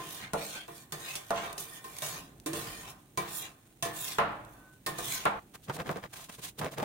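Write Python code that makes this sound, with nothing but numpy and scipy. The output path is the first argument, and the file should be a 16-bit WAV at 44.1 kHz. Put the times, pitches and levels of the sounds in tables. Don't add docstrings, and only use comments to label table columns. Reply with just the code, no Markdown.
import sys
import numpy as np
from scipy import signal
from scipy.fft import rfft, irfft
from scipy.io import wavfile

SR = 44100
rng = np.random.default_rng(int(sys.argv[2]) if len(sys.argv) > 2 else 0)


def transcribe(signal):
    frames = np.atleast_2d(signal).T
    limited = np.clip(frames, -1, 1)
    pcm = np.round(limited * 32767).astype(np.int16)
    wavfile.write(sys.argv[1], SR, pcm)


N = 301644
TIME = np.arange(N) / SR
CLOCK = TIME[::64]


# (frequency [Hz], level [dB])
CLANG_SPECTRUM = [(60, -9), (155, -11), (230, -9.5), (380, -7), (600, -1), (850, 0.5), (1550, -0.5),
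                  (1950, -0.5), (2700, 1.5), (5000, 1)]
# (time [s], clang [dB], crack [dB], corner of the blow [Hz], bass t60 [s],
# blade mode [Hz], blade level [dB], opening rattle [dB])
CHOP_BLOWS = [(.334, -26, -28, 490, 0.49, 659.5, -37, 4.5), (1.306, -26.5, -31, 684, 0.6, 680, -29.5, 3.5),
              (4.1844, -21, -32, 967, 0.69, 1032, -42, 3), (5.254, -23.5, -32.5, 930, 0.62, 847, -32.5, 7)]
def chops(rattle_s=0.034, thump_hz=52, thump_db=-32, ring_stops_at_s=5.395):
    out, t = np.zeros((2, N)), np.arange(SR) / SR
    mode_hz, _, _, mode_db = np.transpose(PLATE_MODES)
    for s, clang_db, crack_db, corner_hz, t60, blade_hz, blade_db, rattle_db in CHOP_BLOWS:
        dense = noise(len(t), lambda f: read(CLANG_SPECTRUM, f)
                      + blow_db(f, corner_hz, rise=1.5, fall=16.5)
                      + plate_peaks_db(f, mode_db, width_hz=10.3, peak=0.24))
        dense = reshape(dense, lambda f, age: -60 * age / t60 * (1 + f / 14000))
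        dense *= amp(rattle_db * np.exp(-(t / rattle_s) ** 4))
        modes = plate_ring(t, mode_db + blow_db(mode_hz, corner_hz, rise=1.5, fall=14), spread_db=0.5)
        clang = (amp(-5.5) * dense + amp(-5) * modes) * (1 - np.exp(-t / .0003))
        clang += .8 * pressure_pulse(t, width_s=.00018)
        clang += amp(thump_db) * np.exp(-t / 0.13) * np.sin(2 * np.pi * thump_hz * t)
        snap = amp(crack_db) * crack(t, decay_s=0.0024, chatter_db=-12, chatter_s=0.024)
        add(out, s, amp(clang_db) * clang + snap + blade_ring(t, blade_hz, blade_db, t60=0.5))
    return out * np.interp(TIME - ring_stops_at_s, [0, .003, .14], [1, .2, 0])


# (frequency [Hz], level [dB])
CLINK_SPECTRUM = [(60, -36), (150, 14), (240, -29), (380, -0.5), (850, -13.5), (1100, 3.5), (1400, -19),
                  (1850, -1.5), (2150, -16), (3500, -14.5), (5000, -22), (9000, -48), (16000, -11)]
# (time [s], ring [dB], crack [dB],
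# gain of low plate modes [dB], low blade mode [Hz], level [dB], high blade mode [Hz], level [dB])
FLAT_LANDINGS = [(-.012, -38, -51, -1, 1036, -35, 1810, -56), (.679, -42.5, -60, 2, 688, -42, 992, -49),
                 (0.922, -37.5, -38, -1.5, 1040, -42.5, 1790, -44),
                 (1.154, -60, -37.5, 1, 606, -43.5, 3460, -48.5),
                 (1.5794, -45.5, -39, 16, 452, -64, 6280, -47),
                 (1.842, -46.5, -51, 5, 1052, -40, 1810, -51),
                 (2.021, -36, -37.5, -19, 610, -42, 2260, -47),
                 (2.461, -35.5, -36, -3.5, 578, -34.5, 2336, -45),
                 (2.532, -34.5, -40.5, 4, 594, -40.5, 1026, -47),
                 (3.174, -28.5, -36.5, -2, 1021, -27, 2300, -41),
                 (3.825, -31, -33.5, -11, 680, -33.5, 1080, -42),
                 (3.851, -33, -41, -2, 480, -36, 1940, -52), (4.863, -31, -34, -3.5, 1064, -34, 1826, -37),
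                 (4.984, -36, -39.5, -6, 492, -43, 698, -38)]
def landings(blade_t60=0.25, body_db=-12):
    out, t = np.zeros((2, N)), np.arange(SR * 3 // 5) / SR
    mode_hz, _, mode_db, _ = np.transpose(PLATE_MODES)
    for s, ring_db, crack_db, low_db, *blade_modes in FLAT_LANDINGS:
        modes = plate_ring(t, mode_db + low_db * (mode_hz < 500))
        dense = noise(len(t), lambda f: read(CLINK_SPECTRUM, f)) * np.exp(-t / 0.08)
        body = noise(len(t), lambda f: read(BODY_SPECTRUM, f)) * np.exp(-t / 0.1)
        ring = amp(ring_db) * (amp(-1.5) * modes + amp(-6.5) * dense + amp(body_db) * body)
        for hz, db in np.reshape(blade_modes, (2, 2)):
            ring += blade_ring(t, hz, db, blade_t60)
        snap = amp(crack_db) * crack(t, decay_s=0.0085, chatter_db=-0.5, chatter_s=0.036)
        add(out, s, ring * (1 - np.exp(-t / 0.0027)) + snap)
    return out


# (frequency [Hz], t60 [s], weight in a landing or rub [dB], weight in a chop [dB])
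PLATE_MODES = [(155.3, 0.62, -2, 2.5), (197, 0.72, -6.5, 2.5), (310.6, 0.93, -3.5, -2),
               (347.5, 0.49, 0, -26), (401, 0.24, 1.5, 0.5), (455.5, 0.46, -1.5, 7.5), (585, 0.24, -7.5, 9),
               (680, 0.38, -3, 8), (762.5, 0.3, -5.5, 2), (860, 0.7, -25, 3), (1040, 0.21, 3, 11),
               (1080, 0.091, -14, 9.5), (1146, 0.46, -11, 7), (1210, 0.2, -1, 10), (1298, 0.36, -22, 4),
               (1370, .4, -23, 10.5), (1430, 0.31, -16, 10), (1480, 0.26, -17, -18),
               (1557, 0.11, -1.5, -30), (1748, 0.86, -10, -26), (1884, 0.12, -4, 9),
               (1940, 0.24, -11, -21.5), (2310, 0.19, -8.5, -36), (2665, 0.068, 0, -24),
               (3566, 0.27, -11.5, -34)]
def plate_ring(t, weights_db, spread_db=2):
    hz, t60 = np.transpose(PLATE_MODES)[:2, :, None]
    spot, skew = rng.standard_normal((2, len(PLATE_MODES), 1))
    height = amp(weights_db[:, None] + spread_db * spot)
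    phase = 2 * np.pi * hz * t + rng.uniform(-2.27, 1.99, hz.shape)
    stereo_phase = skew * np.arccos(np.clip(read(STEREO_CORRELATION, hz), -1, 1)) / 2
    onset_rms = np.sqrt(np.sum((height * np.cos(stereo_phase)) ** 2) / 2)
    fading = height * amp(-60 * t / t60) / onset_rms
    return np.array([(fading * np.sin(phase + side * stereo_phase)).sum(0) for side in (-1, 1)])


def plate_peaks_db(f, weights_db, width_hz, peak):
    peaks = sum(gain / (1 + ((f - hz) / width_hz) ** 2)
                for (hz, *_), gain in zip(PLATE_MODES, amp(weights_db)))
    return 20 * np.log10(1 + peak * peaks)


def blade_ring(t, hz, db, t60):
    phase = 2 * np.pi * hz * t + 1.1 * rng.standard_normal((2, 1))
    return np.sqrt(2) * amp(db - 60 * t / t60) * np.sin(phase)


# (frequency [Hz], level [dB])
CRACK_SPECTRUM = [(300, -9.5), (1500, -7.5), (3200, -5.5), (5000, -3), (7500, 0), (9100, 4), (11500, 1.5),
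                  (16000, -7.5)]
def crack(t, decay_s, chatter_db, chatter_s):
    ripple_hz, ripple_db = np.linspace(0, SR / 2, 200), 4 * rng.standard_normal(200)
    steel = noise(len(t), lambda f: read(CRACK_SPECTRUM, f) + np.interp(f, ripple_hz, ripple_db), 2.8)
    return steel * (np.exp(-t / decay_s) + amp(chatter_db) * np.exp(-t / chatter_s))


def blow_db(hz, corner_hz, rise, fall):
    octaves = np.log2((hz + 1) / corner_hz)
    return -10 * np.log10(10 ** (-rise * octaves / 10) + 10 ** (fall * (octaves - .5) / 10))


def pressure_pulse(t, width_s):
    age = t / width_s
    return 1.6 * (age - 1) * np.exp(-age) * (1 - np.exp(-(6 * age) ** 2))


# (time [s], ring [dB], corner of the blow [Hz], tick [dB], pulse [dB], crunch [dB], half length [s])
DRY_KNOCKS = [(5.698, -30.5, 920, -45.5, -20.5, -35, 0.015), (5.766, -43, 700, -43, -29, -42, .007),
              (5.803, -37, 350, -62, -17.5, -34.5, 0.022), (5.8927, -26, 710, -56, -31, -41, .028),
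              (5.913, -31.5, 580, -41, -34, -37.5, 0.024), (5.96, -28.5, 300, -60, -41, -49, 0.011),
              (5.97, -36, 695, -47, -36, -41.5, 0.029), (6.614, -30.5, 800, -46, -37, -38.5, 0.022),
              (6.646, -46, 500, -42, -19.5, -34, 0.034), (6.666, -33.5, 500, -52, -25, -38.5, 0.013),
              (6.783, -34, 600, -37.5, -20.5, -35, .015), (6.801, -28, 517, -57, -31, -35.5, .015),
              (6.829, -27.5, 550, -45, -30, -32, 0.011)]
def knocks():
    out, t = np.zeros((2, N)), np.arange(8192) / SR
    for s, ring_db, corner_hz, tick_db, pulse_db, *_ in DRY_KNOCKS:
        ring = noise(len(t), lambda f: blow_db(f, corner_hz, rise=5, fall=18.5)) * np.exp(-t / 0.013)
        tick = crack(t, decay_s=0.0028, chatter_db=-7, chatter_s=0.0039)
        pulse = pressure_pulse(t, width_s=0.00049)
        add(out, s, amp(pulse_db) * pulse + amp(ring_db) * ring + amp(tick_db) * tick)
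    return out


# (start [s], speeding up [s], slowing [s], hiss at top speed [dB], hiss gained with speed [dB],
# brightness at top speed [dB], brightness gained with speed [dB], plate body [dB], lift fade [dB/s])
FROST_STROKES = [(-.02, 0.17, 0.094, -42, 7.5, 9, 20.5, -49, 273),
                 (0.379, 0.089, 0.1, -41.5, 2.5, 5.5, 13, -53.5, 195),
                 (.69, 0.086, 0.06, -50, 6.5, 10, -2, -65, 380),
                 (1, .08, 0.094, -41, 5.5, -1, -4, -47, 180), (1.24, .05, 0.03, -50.5, 5, 9, 13, -73, 150),
                 (1.348, 0.018, 0.11, -45, 3.5, -15.5, -12, -37.5, 165),
                 (1.595, 0.0066, 0.034, -37.5, 6, 25, 14.5, -53, 190),
                 (1.661, 0.095, 0.028, -46.5, 4, 11, 8, -53, 280),
                 (1.851, .04, 0.11, -49.5, -3, 9.5, 0, -53, 150),
                 (2.022, .012, 0.13, -33.5, 10, 4.5, 4, -45, 168),
                 (2.535, 0.039, 0.11, -36, 9.5, 4, 3.5, -44.5, 98),
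                 (2.7, .18, 0.024, -49, -1.5, -7, -14.5, -50, 418),
                 (3.279, 0.099, 0.076, -35, 10, 21.5, 25, -49.5, 288),
                 (3.958, 0.086, 0.089, -35.5, 4.5, 13.5, 8, -47, 217),
                 (4.441, 0.09, 0.1, -64, 7, 17, -5, -56.5, 120),
                 (4.983, 0.16, 0.063, -33, 9.5, 6, 7.5, -46.5, 160)]
def scrapes(sing_db=-53, knee_db=-46):
    hisses, bodies, brights_db = np.stack([stroke(*row) for row in FROST_STROKES], axis=1)
    hiss, body = power_sum(hisses), power_sum(bodies)
    bright_db = np.average(brights_db, axis=0, weights=hisses ** 2)
    sing = amp(sing_db) * hiss / (hiss + amp(knee_db))
    return amp(1) * hiss * frost_hiss(bright_db) + amp(-4) * body * rubbed_plate() + sing * singing()


def stroke(start, speeding, slowing, hiss_db, swell_db, bright_db, brighten_db, body_db, lift_db_per_s):
    end = start + speeding + slowing
    slowness = np.interp(CLOCK, [start, start + speeding, end], [1, 0, 1])
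    load = np.interp(CLOCK, [start, end], [-.5, .5])
    onset_db = -440 * np.clip(start - CLOCK, 0, 1)
    lifted_s = np.clip(CLOCK - end, 0, 1)
    hiss = amp(hiss_db - swell_db * slowness + 2.5 * load + onset_db - lift_db_per_s * lifted_s)
    body = amp(body_db + 3.5 * load + onset_db - 114 * lifted_s)
    return hiss, body, bright_db - brighten_db * slowness - 5 * load


# (frequency [Hz], level [dB])
FROST_SPECTRUM = [(900, -8.5), (2000, 0), (2700, 0.5), (3600, -2), (4900, -3), (6300, 0), (7500, 0),
                  (9100, 2.5), (10500, 3), (12500, 1), (16000, -4)]
def frost_hiss(bright_db, broad_db=2.4, narrow_db=3.5, flutter_db=1.3):
    def patches(hz, t, size):
        window = np.outer(*map(np.hanning, size))
        field = signal.fftconvolve(rng.standard_normal((len(hz), len(t))), window, "same")
        return field / field.std()
    def flex_db(hz, t):
        narrow = patches(hz, t, size=(5, 27)) * np.interp(hz, [2000, 11000], [1.25, .7])
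        return broad_db * patches(hz, t, size=(15, 23)) + narrow_db * narrow
    def edge_angle_db(hz, t):
        tilt = read([(1500, -1.13), (3500, -0.46), (6000, -0.17), (11000, 0.26)], hz)
        return np.interp(t, CLOCK, bright_db) * tilt
    hiss = noise(N, lambda f: read(FROST_SPECTRUM, f), grain_db=2.9)
    hiss = reshape(hiss, lambda f, t: flex_db(f, t) + edge_angle_db(f, t), size=1024)
    return unit(hiss) * amp(flutter_db * wander(0.0037))


# (frequency [Hz], level [dB])
BODY_SPECTRUM = [(60, 1), (150, 7), (240, -7.5), (350, -5), (800, 8), (1100, 5), (1450, 3), (1800, -2),
                 (2500, -4), (4000, -12.5)]
def rubbed_plate(width_hz=26, peak=3.5, flutter_db=1, grain_db=3.1):
    mode_db = np.transpose(PLATE_MODES)[2]
    body = noise(N, lambda f: read(BODY_SPECTRUM, f) + plate_peaks_db(f, mode_db, width_hz, peak),
                 grain_db)
    return body * amp(flutter_db * wander(0.013))


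# (frequency [Hz], half width [Hz], level [dB])
BLADE_RESONANCES = [(650, 12, -11), (1050, 43, -1), (1202, 27, -10.5), (1524, 67, -0.5), (1839, 49, 3.5),
                    (2380, 20, -1), (3500, 33, 0.5)]
def singing(swell_db=4):
    voices = np.zeros((2, N))
    for hz, width, db in BLADE_RESONANCES:
        band = noise(N, lambda f: -20 * np.log10(1 + ((f - hz) / width) ** 2))
        voices += band * amp(db + swell_db * wander(.07))
    return unit(voices)


# (frequency [Hz], level [dB])
FLICK_SPECTRUM = [(800, -14), (2000, -2.5), (3200, 0.5), (5000, -1), (9000, 5), (12500, 3.5), (16000, -2.5)]
THUD_SPECTRUM = [(30, -30), (80, -15), (150, 5.5), (250, -6.5), (450, -4.5), (700, -10), (1500, -56)]
# (peak time [s], half length [s], hiss [dB], plate body [dB], thud [dB])
SHORT_FLICKS = [(5.552, 0.012, -46, -43, -53), (5.646, 0.019, -51.5, -74, -78),
                (5.747, 0.02, -42, -47, -42), (5.87, 0.021, -50, -38, -36), (6.044, .017, -60, -35.5, -42),
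                (6.138, .01, -44, -46.5, -51), (6.183, 0.048, -44.5, -45, -65),
                (6.239, 0.023, -45.5, -53.5, -63), (6.298, 0.01, -47, -41, -49),
                (6.333, 0.025, -46, -52, -65), (6.394, .011, -46, -46.5, -48),
                (6.454, 0.03, -37, -45.5, -53.5), (6.594, 0.011, -40, -39.5, -42),
                (6.732, 0.018, -45, -43, -43.5)]
def flicks(crackle_db=-13, crunch_hiss_db=-17, fade_to_rise=1.23):
    crunches = [(s, half, db + crunch_hiss_db, db, db) for s, *_, db, half in DRY_KNOCKS]
    at, half, *levels_db = np.transpose(list(SHORT_FLICKS) + crunches)[:, :, None]
    width = half * fade_to_rise ** np.where(CLOCK < at, -.5, .5)
    swell = np.exp(-np.minimum(abs((CLOCK - at) / width), 10) ** 1.73)
    hiss, body, thud = (power_sum(amp(db) * swell) for db in levels_db)
    frost = noise(N, lambda f: read(FLICK_SPECTRUM, f), grain_db=2.7) * amp(2.2 * wander(0.0081))
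    crushed = amp(-5) * rubbed_plate(width_hz=24.6, peak=1.5, grain_db=4) + amp(crackle_db) * crackle()
    bass = noise(N, lambda f: read(THUD_SPECTRUM, f))
    return amp(-1.5) * hiss * frost + body * crushed + thud * bass


# (frequency [Hz], level [dB])
SNAP_SPECTRUM = [(500, -20), (1200, 3), (3000, -2), (6000, -14), (16000, -22)]
def crackle(per_s=260, spread_db=4, ring_s=0.00083):
    breaks = (rng.random(N) < per_s / SR) * amp(spread_db * np.minimum(rng.exponential(1, N), 3))
    t = np.arange(512) / SR
    snap = noise(len(t), lambda f: read(SNAP_SPECTRUM, f)) * np.exp(-t / ring_s)
    return unit(signal.oaconvolve(breaks[None], snap, axes=1)[:, :N])


# (peak time [s], half length [s], frequency [Hz], level [dB])
BLADE_JUDDERS = [(2.475, 0.038, 322, -36.5), (2.542, 0.052, 333.3, -38.5), (2.57, 0.027, 458, -37.5),
                 (2.616, 0.15, 458, -50.5)]
def judders():
    out = np.zeros(N)
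    for s, half, hz, db in BLADE_JUDDERS:
        tone = np.sqrt(2) * wavering_tone(hz, depth=0.0307, span_s=0.0046)
        swell = np.exp(-((TIME - s) / half) ** 2)
        out += amp(db - 0.5 + 2 * wander(.007)) * swell * tone
    return out * (TIME > BLADE_JUDDERS[0][0] - .014)


# (frequency [Hz], level [dB])
RUSTLE_SPECTRUM = [(600, -5), (1500, -0.5), (3000, -4.5), (5000, -8.5), (9000, 2.5), (16000, -3)]
# (time [s], level [dB])
CRUMB_TICKS = [(.108, -38), (0.68, -47), (1.359, -46), (1.529, -36.5), (1.967, -40), (1.986, -32),
               (2.4, -48), (4.449, -47.5), (5.944, -61), (6.132, -42.5), (6.299, -48)]
def light_contacts(rustle_db=-64.5, squeak_hz=1510, squeak_db=-58):
    out = noise(N, lambda f: read(RUSTLE_SPECTRUM, f), grain_db=4.3)
    out *= amp(rustle_db + 1.2 * wander(0.0089))
    t = np.arange(2048) / SR
    for s, db in CRUMB_TICKS:
        add(out, s, amp(db) * crack(t, decay_s=.002, chatter_db=-14, chatter_s=.008))
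    squeak = amp(squeak_db) * wavering_tone(squeak_hz, depth=0.0027, span_s=.01)
    return out + squeak * np.interp(TIME, [4.56, 4.63, 4.73, 4.8], [0, 1, 1, 0])


# (frequency [Hz], level [dB])
RUMBLE_SPECTRUM = [(15, -19), (28, -15), (52, 0.5), (76, -8), (115, 3), (175, -3.5), (300, -3), (500, -15),
                   (800, -15.5), (1300, -35), (2500, -48), (5300, -35), (16000, -26)]
# (time [s], level [dB])
CABINET_JOLTS = [(2.13, -47.5), (2.53, -46.5), (4.19, -46), (4.99, -47), (5.26, -65.5)]
def machine(rumble_db=-58.5, rise_s=.02, decay_s=0.26):
    at, db = np.transpose(CABINET_JOLTS)[:, :, None]
    since = np.maximum(CLOCK - at, 0)
    jolts = amp(db) * (1 - np.exp(-since / rise_s)) * np.exp(-since / decay_s)
    cabinet = noise(N, lambda f: read(RUMBLE_SPECTRUM, f) - 10 * np.log10(1 + (f / 900) ** 2))
    rumble = noise(N, lambda f: read(RUMBLE_SPECTRUM, f)) * amp(rumble_db + wander(0.14))
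    return rumble + np.interp(TIME, CLOCK, jolts.sum(0)) * cabinet


# (frequency [Hz], correlation [1])
STEREO_CORRELATION = [(100, 0.98), (250, 0.93), (500, 0.78), (1000, 0.16), (2000, 0), (16000, 0)]
def noise(size, gain_db, grain_db=0):
    grit = amp(grain_db * np.minimum(rng.exponential(1, size), 5))
    a, b = rfft(rng.standard_normal((2, size)) * grit)
    same = np.clip(read(STEREO_CORRELATION, np.fft.rfftfreq(size, 1 / SR)), -1, 1)
    middle, side = a * np.sqrt(1 + same), b * np.sqrt(1 - same)
    return unit(colour(irfft([middle + side, middle - side], size), gain_db))


def wavering_tone(hz, depth, span_s):
    return np.sin(2 * np.pi * np.cumsum(hz * (1 + depth * wander(span_s))) / SR)


def wander(span_s):
    knots = rng.standard_normal(4000)
    return np.interp(TIME / span_s, np.arange(len(knots)), knots) * np.sqrt(3 / 2)


def colour(x, gain_db):
    return irfft(rfft(x) * amp(gain_db(np.fft.rfftfreq(x.shape[1], 1 / SR))), x.shape[1])


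def reshape(x, gain_db, size=512):
    frames = dict(fs=SR, nperseg=size, noverlap=size * 3 // 4)
    hz, t, spectra = signal.stft(x, **frames)
    return signal.istft(spectra * amp(gain_db(hz[:, None], t)), **frames)[1][:, :x.shape[1]]


def power_sum(envelopes):
    return np.interp(TIME, CLOCK, np.linalg.norm(envelopes, axis=0))


def read(points, hz):
    f, value = np.transpose(points)
    return np.interp(np.log(hz + 1), np.log(f + 1), value)


def amp(db):
    return 10 ** (np.asarray(db) / 20)


def unit(x):
    return x / np.sqrt(np.mean(x.mean(0) ** 2) + 1e-20)


def add(mix, s, sound):
    at = round(s * SR)
    sound = sound[:, max(-at, 0):]
    part = mix[:, max(at, 0):][:, :sound.shape[1]]
    part += sound[:, :part.shape[1]]


def scene():
    plate = landings() + judders() + chops() + knocks() + scrapes() + flicks()
    return plate + light_contacts() + machine()


# (frequency [Hz], left gain [dB], right gain [dB])
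MIC_RESPONSE = [(99, -4, -2.5), (3900, 1.8, 1.8), (4930, -2, -3), (6260, 0.5, -5.5), (7890, -5, -5),
                (8830, -19, 0), (10350, -15.5, -6), (12800, -11.5, -5), (16100, -7, 1)]
def record(dry, cutoff_hz=15900):
    hz, *sides_db = np.transpose(MIC_RESPONSE)
    heard = colour(dry, lambda f: np.array([np.interp(f, hz, db) for db in sides_db]))
    low_pass = signal.firwin(511, cutoff_hz, window=("kaiser", 9), fs=SR)
    return signal.oaconvolve(heard, low_pass[None], "same")


dry = scene()
out = record(dry)
transcribe(out)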